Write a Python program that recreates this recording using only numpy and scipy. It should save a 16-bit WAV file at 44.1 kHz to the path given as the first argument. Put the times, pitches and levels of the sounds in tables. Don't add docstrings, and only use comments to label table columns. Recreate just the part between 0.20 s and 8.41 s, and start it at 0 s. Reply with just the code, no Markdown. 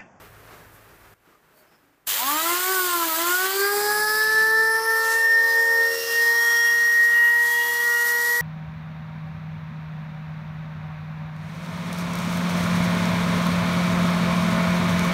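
import sys
import numpy as np
from scipy import signal
from scipy.fft import rfft, irfft, next_fast_len
from scipy.io import wavfile
from scipy.ndimage import uniform_filter1d

SR = 44100
rng = np.random.default_rng(int(sys.argv[2]) if len(sys.argv) > 2 else 0)


def master_out(mix):
    frames = np.transpose(np.atleast_2d(mix))
    ceiling = np.clip(frames, -1, 1)
    pcm = np.round(ceiling * 32767).astype(np.int16)
    wavfile.write(sys.argv[1], SR, pcm)


def volts_from_decibels(level):
    exponent = np.asarray(level, float) / 20
    return 10 ** exponent


N = 362061
TIME = np.arange(N) / SR
START_S = 1.8725

# (t/s, vent hiss level/dB, brush fizz level/dB, gear rush level/dB)
AIR = [(1.9, -29, -30, -36.5), (2.05, -36, -30.5, -40), (2.3, -30.5, -33.5, -36.5), (2.9, -34, -31.5, -39),
       (3.2, -31.5, -35, -36), (3.45, -35, -34.5, -39.5), (3.62, -34.5, -28.5, -36.5),
       (4.1, -40.5, -31, -36.5), (4.5, -45.5, -37, -42.5), (4.75, -44, -34.5, -42), (4.93, -33.5, -38, -37),
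       (5.08, -45, -41, -48), (5.3, -44.5, -40, -39.5), (5.55, -42.5, -39, -43.5), (5.9, -39, -34.5, -36),
       (6.35, -39, -37.5, -40.5), (6.65, -42.5, -39.5, -41.5), (7.12, -44, -40.5, -46),
       (7.3, -38.5, -36, -40), (8.15, -39, -36.5, -39.5)]


def grinder():
    turn = 2 * np.pi * np.cumsum(speed()) / SR
    unrest = unrest_of(turn)
    hiss_db, fizz_db, gear_db = columns(AIR)
    switch_db = np.clip((TIME - START_S) * 4000, -60, 0)
    switch = volts_from_decibels(switch_db) * (TIME > START_S - 0.015)
    noises = past_hand(rush(turn, unrest, hiss_db, fizz_db, gear_db) + rattle(unrest))
    return switch * (whine(turn, unrest, hiss_db) + flutter(turn) + noises)


# (speed missing at first f/Hz, time constant/s)
APPROACHES = [(193.9, .06), (211.1, .406), (82.0, 2.647)]
TOP_SPEED_HZ = 487.0
COAST_FROM_S, COAST_TO_S, BACK_AT_AGE_S = 2.525, 2.938, 0.32


def run_up_hz(age_s):
    return TOP_SPEED_HZ - sum(hz * np.exp(-age_s / tau_s) for hz, tau_s in APPROACHES)


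def speed():
    coast_ends_hz = [run_up_hz(COAST_FROM_S - START_S), run_up_hz(BACK_AT_AGE_S)]
    coast_hz = np.interp(TIME, [COAST_FROM_S, COAST_TO_S], coast_ends_hz)
    resumed_s = TIME - COAST_TO_S + BACK_AT_AGE_S
    age_s = np.where(TIME < COAST_FROM_S, TIME - START_S, resumed_s).clip(0)
    coasting = (TIME > COAST_FROM_S) & (TIME < COAST_TO_S)
    hz = np.where(coasting, coast_hz, run_up_hz(age_s))
    return uniform_filter1d(hz, 1500) + 0.4 * wander(3)


def unrest_of(turn):
    bend = uniform_filter1d(np.gradient(np.gradient(turn)), 3000)
    sweep_hz_per_s = uniform_filter1d(np.abs(bend), 8000) * SR ** 2 / (2 * np.pi)
    return np.tanh(sweep_hz_per_s / 60)


BODY_ORDERS = (1, 2, 3, 4)
# (t/s, level/dB of multiples 1, 2, 3, 4)
BODY = [(1.9, -72, -75, -63, -72), (2.02, -46, -49, -35, -28), (2.15, -34.5, -42.5, -35, -28.5),
        (2.3, -32, -39.5, -30, -27.5), (3.2, -32.5, -39, -30.5, -29), (3.45, -27, -32, -31.5, -24.5),
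        (3.66, -27.5, -29, -36, -26), (4.04, -35.5, -37.5, -28.5, -21), (4.2, -31, -36.5, -12, -18),
        (4.5, -30, -32, -32, -19), (4.9, -33, -32, -30.5, -23), (5.12, -38.5, -41.5, -36, -15.5),
        (5.3, -35, -35, -53, -19), (5.62, -30, -35, -44, -18), (6.05, -34.5, -37, -51, -18),
        (6.3, -39, -37.5, -37, -19.5), (6.8, -44.5, -50.5, -46.5, -16.5), (7.05, -45, -38, -39.5, -16.5),
        (7.45, -38.5, -32.5, -60, -22), (7.7, -39, -37.5, -33.5, -20), (8.15, -37, -35, -43, -21.5)]
# (t/s, length/s, depth/dB)
DIPS = [
    [],
    [(5.83, 0.31, -17)],
    [],
    [(4.63, 0.076, -12), (5.82, .2, -19.5), (7.55, .2, -2.5)],
]
TEETH_ORDERS = (6, 7, 9, 11, 12, 24)
# (level/dB added while the speed changes, steady level/dB)
TEETH = [(-43, -60), (-58, -61), (-55, -61), (-53, -59), (-51, -56), (-54, -55)]
# (t/s, length/s, level/dB)
SWELLS = [
    [(4.95, 0.23, -47), (5.85, .3, -40), (6.5, 0.35, -51.5), (7.0, 0.26, -44.5), (7.45, 0.33, -44.5),
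     (7.85, 0.24, -47)],
    [(6.0, 0.33, -48), (6.38, 0.37, -37.5), (7.45, 0.32, -42)],
    [(4.2, 0.47, -46.5), (5.25, 0.22, -51), (6.3, 0.87, -49.5), (7.5, .2, -52.5), (8.05, 0.52, -51)],
    [(3.45, 0.23, -45), (3.95, 0.39, -44.5), (4.55, 0.35, -49), (5.35, 0.36, -43.5), (6.0, 0.38, -43)],
    [(3.5, 0.24, -48), (3.85, .8, -41.5), (4.55, 0.37, -44.5), (4.95, 0.75, -42), (5.75, 0.5, -38.5),
     (6.4, 0.65, -33), (7.9, 0.72, -46.5)],
    [(2.4, 0.69, -45), (3.85, 0.35, -44), (4.6, 0.34, -40.5), (4.95, 0.18, -40), (8.15, 0.27, -44)],
]
# (multiple, level/dB)
FAINT = [(2.5, -52)]
# (multiple, level over the hiss/dB)
RUN_UP = [(5, -10), (8, -17), (10, -18), (13, -19), (14, -19)]
# (multiple, level over the hiss/dB)
VENT = [(36, -3), (38, -11), (39, -10)]
VENT_HZ, VENT_WIDTH_HZ = 14800, 1800


def whine(turn, unrest, hiss_db):
    hz = np.gradient(turn) * SR / (2 * np.pi)
    body = 0
    for k, db, dips in zip(BODY_ORDERS, columns(BODY), DIPS):
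        stutter_db = (0.63 + 2.0 * unrest ** 2) * wander(10)
        gain = volts_from_decibels(db + loss_db(k * hz, dips) + stutter_db)
        body = body + gain * tone(k * turn, rough_db=-21.0, rough_hz=79.0)

    loose = turn + (0.0058 + 0.063 * unrest) * wander(20)
    teeth = 0
    for k, (early_db, db), swells in zip(TEETH_ORDERS, TEETH, SWELLS):
        gain = volts_from_decibels(early_db) * unrest ** 5 + volts_from_decibels(db) + bells(swells)
        fading = volts_from_decibels((1.5 + 3.15 * unrest) * wander(9.1))
        teeth = teeth + gain * fading * tone(k * loose, rough_db=-9.5, rough_hz=162)

    faint = sum(volts_from_decibels(db + 4 * wander(3)) * tone(k * turn, rough_db=-8, rough_hz=30) for k, db in FAINT)
    run_up = sum(volts_from_decibels(hiss_db + db + 3.7 * wander(20.0)) * tone(k * turn, rough_db=-5.5, rough_hz=80)
                 for k, db in RUN_UP)
    vent = 0
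    for k, db in VENT:
        resonance = 1 / (1 + ((k * hz - VENT_HZ) / VENT_WIDTH_HZ) ** 2)
        gain = volts_from_decibels(hiss_db + db + 1.6 * wander(6.3)) * resonance
        vent = vent + gain * tone(k * turn, rough_db=-20, rough_hz=100)
    emerge = np.clip((TIME - START_S) / 0.18, 0, 1) ** 2
    return body + emerge * (teeth + faint + unrest ** 2 * run_up + vent)


# (f/Hz, width/Hz, depth/dB)
DEAD = [(321.5, 10, -8), (369, 7.9, -3), (387.5, 2.3, -5), (708, 4.3, -11), (730, 6, -6), (792, 19, -9),
        (970, 22, -3.5), (1087, 12, -3.5), (1168, 7.9, -13), (1243, 33, -0.5), (1314.3, 15.4, -18),
        (1362, 5.1, -13.5), (1555, 25, -11.5), (1638, 14, -12)]


def loss_db(hz, dips):
    grid_hz = np.arange(2000.)
    dead = sum(db * np.exp(-((grid_hz - dead_hz) / width_hz) ** 2) for dead_hz, width_hz, db in DEAD)
    dip = sum(db * np.exp(-((TIME - s) / length_s * 2) ** 2) for s, length_s, db in dips)
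    return np.interp(hz, grid_hz, dead) + dip


# (t/s, common level/dB at multiple 1, upper level/dB at multiple 4, lower level/dB at multiple 4)
FLUTTER = [(3.3, -65, -57, -60), (3.6, -49, -47, -62), (4.0, -56, -60, -59), (4.5, -61, -56, -47),
           (4.8, -45, -48, -47), (5.75, -36.5, -38, -49), (6.0, -47.5, -66, -44), (6.2, -72, -41, -48),
           (7.2, -72, -47, -59), (7.5, -66, -38, -61), (8.2, -70, -42, -52)]
FLUTTER_HZ = 83.3


def flutter(turn):
    beat = 2 * np.pi * FLUTTER_HZ * TIME
    first_db, upper_db, lower_db = columns(FLUTTER)
    first = sum(volts_from_decibels(db) * np.sin(turn + k * beat) for k, db in ((1, 2.0), (-1, -11), (2, -10.0)))
    upper = volts_from_decibels(upper_db) * np.sin(4 * turn + beat)
    lower = volts_from_decibels(lower_db) * np.sin(4 * turn - beat)
    return volts_from_decibels(first_db) * first + np.sqrt(2) * (upper + lower)


# (f/Hz, relative level/dB per Hz)
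HISS = [(4500, -57), (6000, 1.5), (7500, 5), (10000, 1), (11500, -0.5), (13000, -2)]
FIZZ = [(9000, -1), (11000, -0.5), (12500, 5), (14000, 6.5), (15500, 4.5), (17000, -27)]
GEAR = [(2800, -54), (3400, 1.5), (4200, 8), (5500, 7), (6300, 5.5), (8000, -41)]
CASING = [(150, -17), (300, -6), (600, -1), (1200, 7), (1800, 5.5), (2600, 4), (3200, 8.5), (4000, -11)]
RUMBLE = [(20, 0), (50, -2), (100, -3), (190, -2.5), (400, -5)]
BRIGHT = [(12800, -20), (13600, -5), (14400, 4), (15300, -7), (16000, -20)]
STIR = [(20, -4), (60, -6), (110, -6), (190, -0.5), (300, -3), (450, -20)]
# (t/s, length/s, level/dB)
DRAUGHT = [(3.8, 0.49, -47.5), (4.25, 0.64, -48.5)]
CASING_DB, CASING_FOLLOWS = -39, 0.51
RUMBLE_EARLY_DB, RUMBLE_DB = -64.5, -56.5
BRIGHT_DB, BRIGHT_UNTIL_S = -31.5, 3.55


def rush(turn, unrest, hiss_db, fizz_db, gear_db):
    pulse = (1 + 0.023 * np.cos(turn)) * volts_from_decibels(0.74 * wander(20))
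    casing = volts_from_decibels(CASING_DB + CASING_FOLLOWS * (hiss_db + 40.5))
    rumble = volts_from_decibels(RUMBLE_DB + (RUMBLE_EARLY_DB - RUMBLE_DB) * unrest)
    bright = volts_from_decibels(BRIGHT_DB) / (1 + np.exp((TIME - BRIGHT_UNTIL_S) / 0.15))
    shapes = (HISS, FIZZ, GEAR, CASING, RUMBLE, BRIGHT, STIR)
    gains = (volts_from_decibels(hiss_db), volts_from_decibels(fizz_db), volts_from_decibels(gear_db), casing, rumble, bright, bells(DRAUGHT))
    return pulse * sum(gain * volts_from_decibels(1.0 * wander(11.4)) * noise(shape) for shape, gain in zip(shapes, gains))


# (f/Hz, relative level/dB per Hz)
JOLT = [(1000, -20), (1900, -7), (2500, -8), (3300, 0), (4500, -8), (10000, -18)]
MAINS_BEAT_HZ = 99.7


def rattle(unrest):
    since_s = (TIME - START_S).clip(0)
    swell = np.clip(since_s / 0.025, 0, 1) * np.exp(-since_s / 0.16)
    bursts = swell * np.cos(np.pi * MAINS_BEAT_HZ * (TIME - 1.882)) ** 4
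    gain = volts_from_decibels(-25) * bursts + volts_from_decibels(-38.5) * unrest
    return gain * volts_from_decibels(1.5 * wander(30)) * noise(JOLT)


# (t/s, extra path/ms, echo share/0-1, share taken from low treble/0-1, from top/0-1)
HAND = [(3.3, 0.34, 0.12, 0, 0), (3.5, 0.31, 0.54, 0.5, 0.3), (3.75, 0.31, 0.46, .7, 0.5),
        (4.0, 0.31, 0.5, 0.5, 0.4), (4.1, 0.302, 0.4, 0.2, 0.7), (4.4, 0.31, 0.4, 0.76, 0.65),
        (4.72, 0.26, 0.4, 0.7, 0.45), (4.9, 0.386, 0, 0.7, 0)]
# (lower edge f/Hz, upper edge f/Hz)
SHADED_HZ = [(2350, 3300), (12300, 17000)]


def past_hand(sound):
    path_ms, share, *shades = columns(HAND)
    echo = np.interp(TIME - path_ms / 1000, TIME, sound)
    out = sound - share.clip(0, 1) * echo
    shaded = out
    for shade, band_hz in zip(shades, SHADED_HZ):
        sos = signal.butter(2, band_hz, "band", fs=SR, output="sos")
        shaded = shaded - shade.clip(0, 1) * signal.sosfiltfilt(sos, out)
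    return shaded


# (f/Hz, relative level/dB per Hz)
SHOP_MID = [(150, -2.5), (200, -9), (400, -4), (700, -8), (1500, -6.5), (2400, -14), (3500, -20),
            (9000, -28.5)]
SHOP_TOP = [(3000, -18), (6000, -3.5), (10000, 2.5), (14000, 7.5), (16000, 3)]
SHOP_BASS = [(20, -3), (60, 4), (160, 2), (220, -28)]
# (f/Hz, carrier level over the drone gain/dB)
HUM = [(50, -10), (107, -7), (151, -13)]
# (t/s, length/s, level/dB)
SURGES = [(.02, 0.11, -52), (.34, 0.19, -56), (1.1, 0.11, -63), (1.43, 0.47, -63.5)]
# (t/s, length/s, level/dB)
RUSTLES = [(.55, 0.052, -62), (1.39, 0.075, -64)]
# (t/s at the middle, length/s, f/Hz, carrier level/dB without its noisy skirt)
SQUEAKS = [(1.085, 0.062, 309, -75), (1.142, 0.082, 1200, -80), (1.404, 0.11, 634, -78),
           (1.393, .07, 4500, -83), (1.53, 0.11, 5200, -84), (1.67, 0.18, 285, -79)]
SHOP_DB, SHOP_FADE_DB_PER_S, STEP_S, STEP_DB = -51, -1.5, 0.94, -12.5
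SHOP_TOP_DB = -9
SHOP_BASS_DB, DRONE_FADE_DB_PER_S, BASS_STEP_DB = -4, -4, 1.5


def workshop():
    stepped = TIME > STEP_S
    level = volts_from_decibels(SHOP_DB + SHOP_FADE_DB_PER_S * TIME + STEP_DB * stepped)
    surges = bells(SURGES)
    hum = sum(volts_from_decibels(db) * tone(2 * np.pi * hz * TIME, rough_db=-5.0, rough_hz=2.1) for hz, db in HUM)
    drone_gain = level * volts_from_decibels(SHOP_BASS_DB + DRONE_FADE_DB_PER_S * TIME + BASS_STEP_DB * stepped)
    drone = drone_gain * (volts_from_decibels(-2.5) * noise(SHOP_BASS) + hum)
    bustle = (level + surges) * volts_from_decibels(0.91 * wander(18)) * noise(SHOP_MID)
    rustle_gain = volts_from_decibels(SHOP_TOP_DB) * (level + 0.65 * surges) + bells(RUSTLES)
    rustle = rustle_gain * noise(SHOP_TOP)
    squeaks = sum(bells([(s, length_s, db)]) * tone(2 * np.pi * hz * TIME, rough_db=12.0, rough_hz=hz / 25)
                  for s, length_s, hz, db in SQUEAKS)
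    return squeaks + bustle + rustle + drone


def tone(phase, rough_db, rough_hz):
    skirt = volts_from_decibels(rough_db) * (wander(rough_hz) + 1j * wander(rough_hz))
    carrier = np.exp(1j * (phase + 2 * np.pi * rng.random()))
    return np.sqrt(2) * np.imag((1 + skirt) * carrier)


def noise(shape):
    hz, db = np.transpose(shape)
    size = next_fast_len(N)
    f = np.arange(size // 2 + 1) * SR / size + 1
    gain = volts_from_decibels(np.interp(np.log(f), np.log(hz), db, left=-80, right=-80))
    return unit(irfft(gain * rfft(rng.standard_normal(size)), size)[:N])


def wander(hz):
    pole = np.exp(-2 * np.pi * hz / SR)
    return unit(signal.lfilter([1], [1, -2 * pole, pole ** 2], rng.standard_normal(N)))


def bells(events):
    return sum(volts_from_decibels(db) * np.exp(-((TIME - s) / length_s * 2) ** 2) for s, length_s, db in events)


def columns(table):
    s, *values = np.transpose(table)
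    return np.array([np.interp(TIME, s, v) for v in values])


def unit(x):
    return x / np.sqrt(np.mean(np.abs(x) ** 2))


def scene():
    return np.tile(grinder() + workshop(), (2, 1))


def roll_off(x):
    return signal.sosfilt(signal.butter(12, 16370, fs=SR, output="sos"), x)


TOP_HZ = 15480


def record(dry):
    low_pass = signal.ellip(10, 0.2, 60, TOP_HZ, fs=SR, output="sos")
    mix = signal.sosfilt(low_pass, dry)
    return roll_off(mix)


dry = scene()
out = record(dry)
master_out(out)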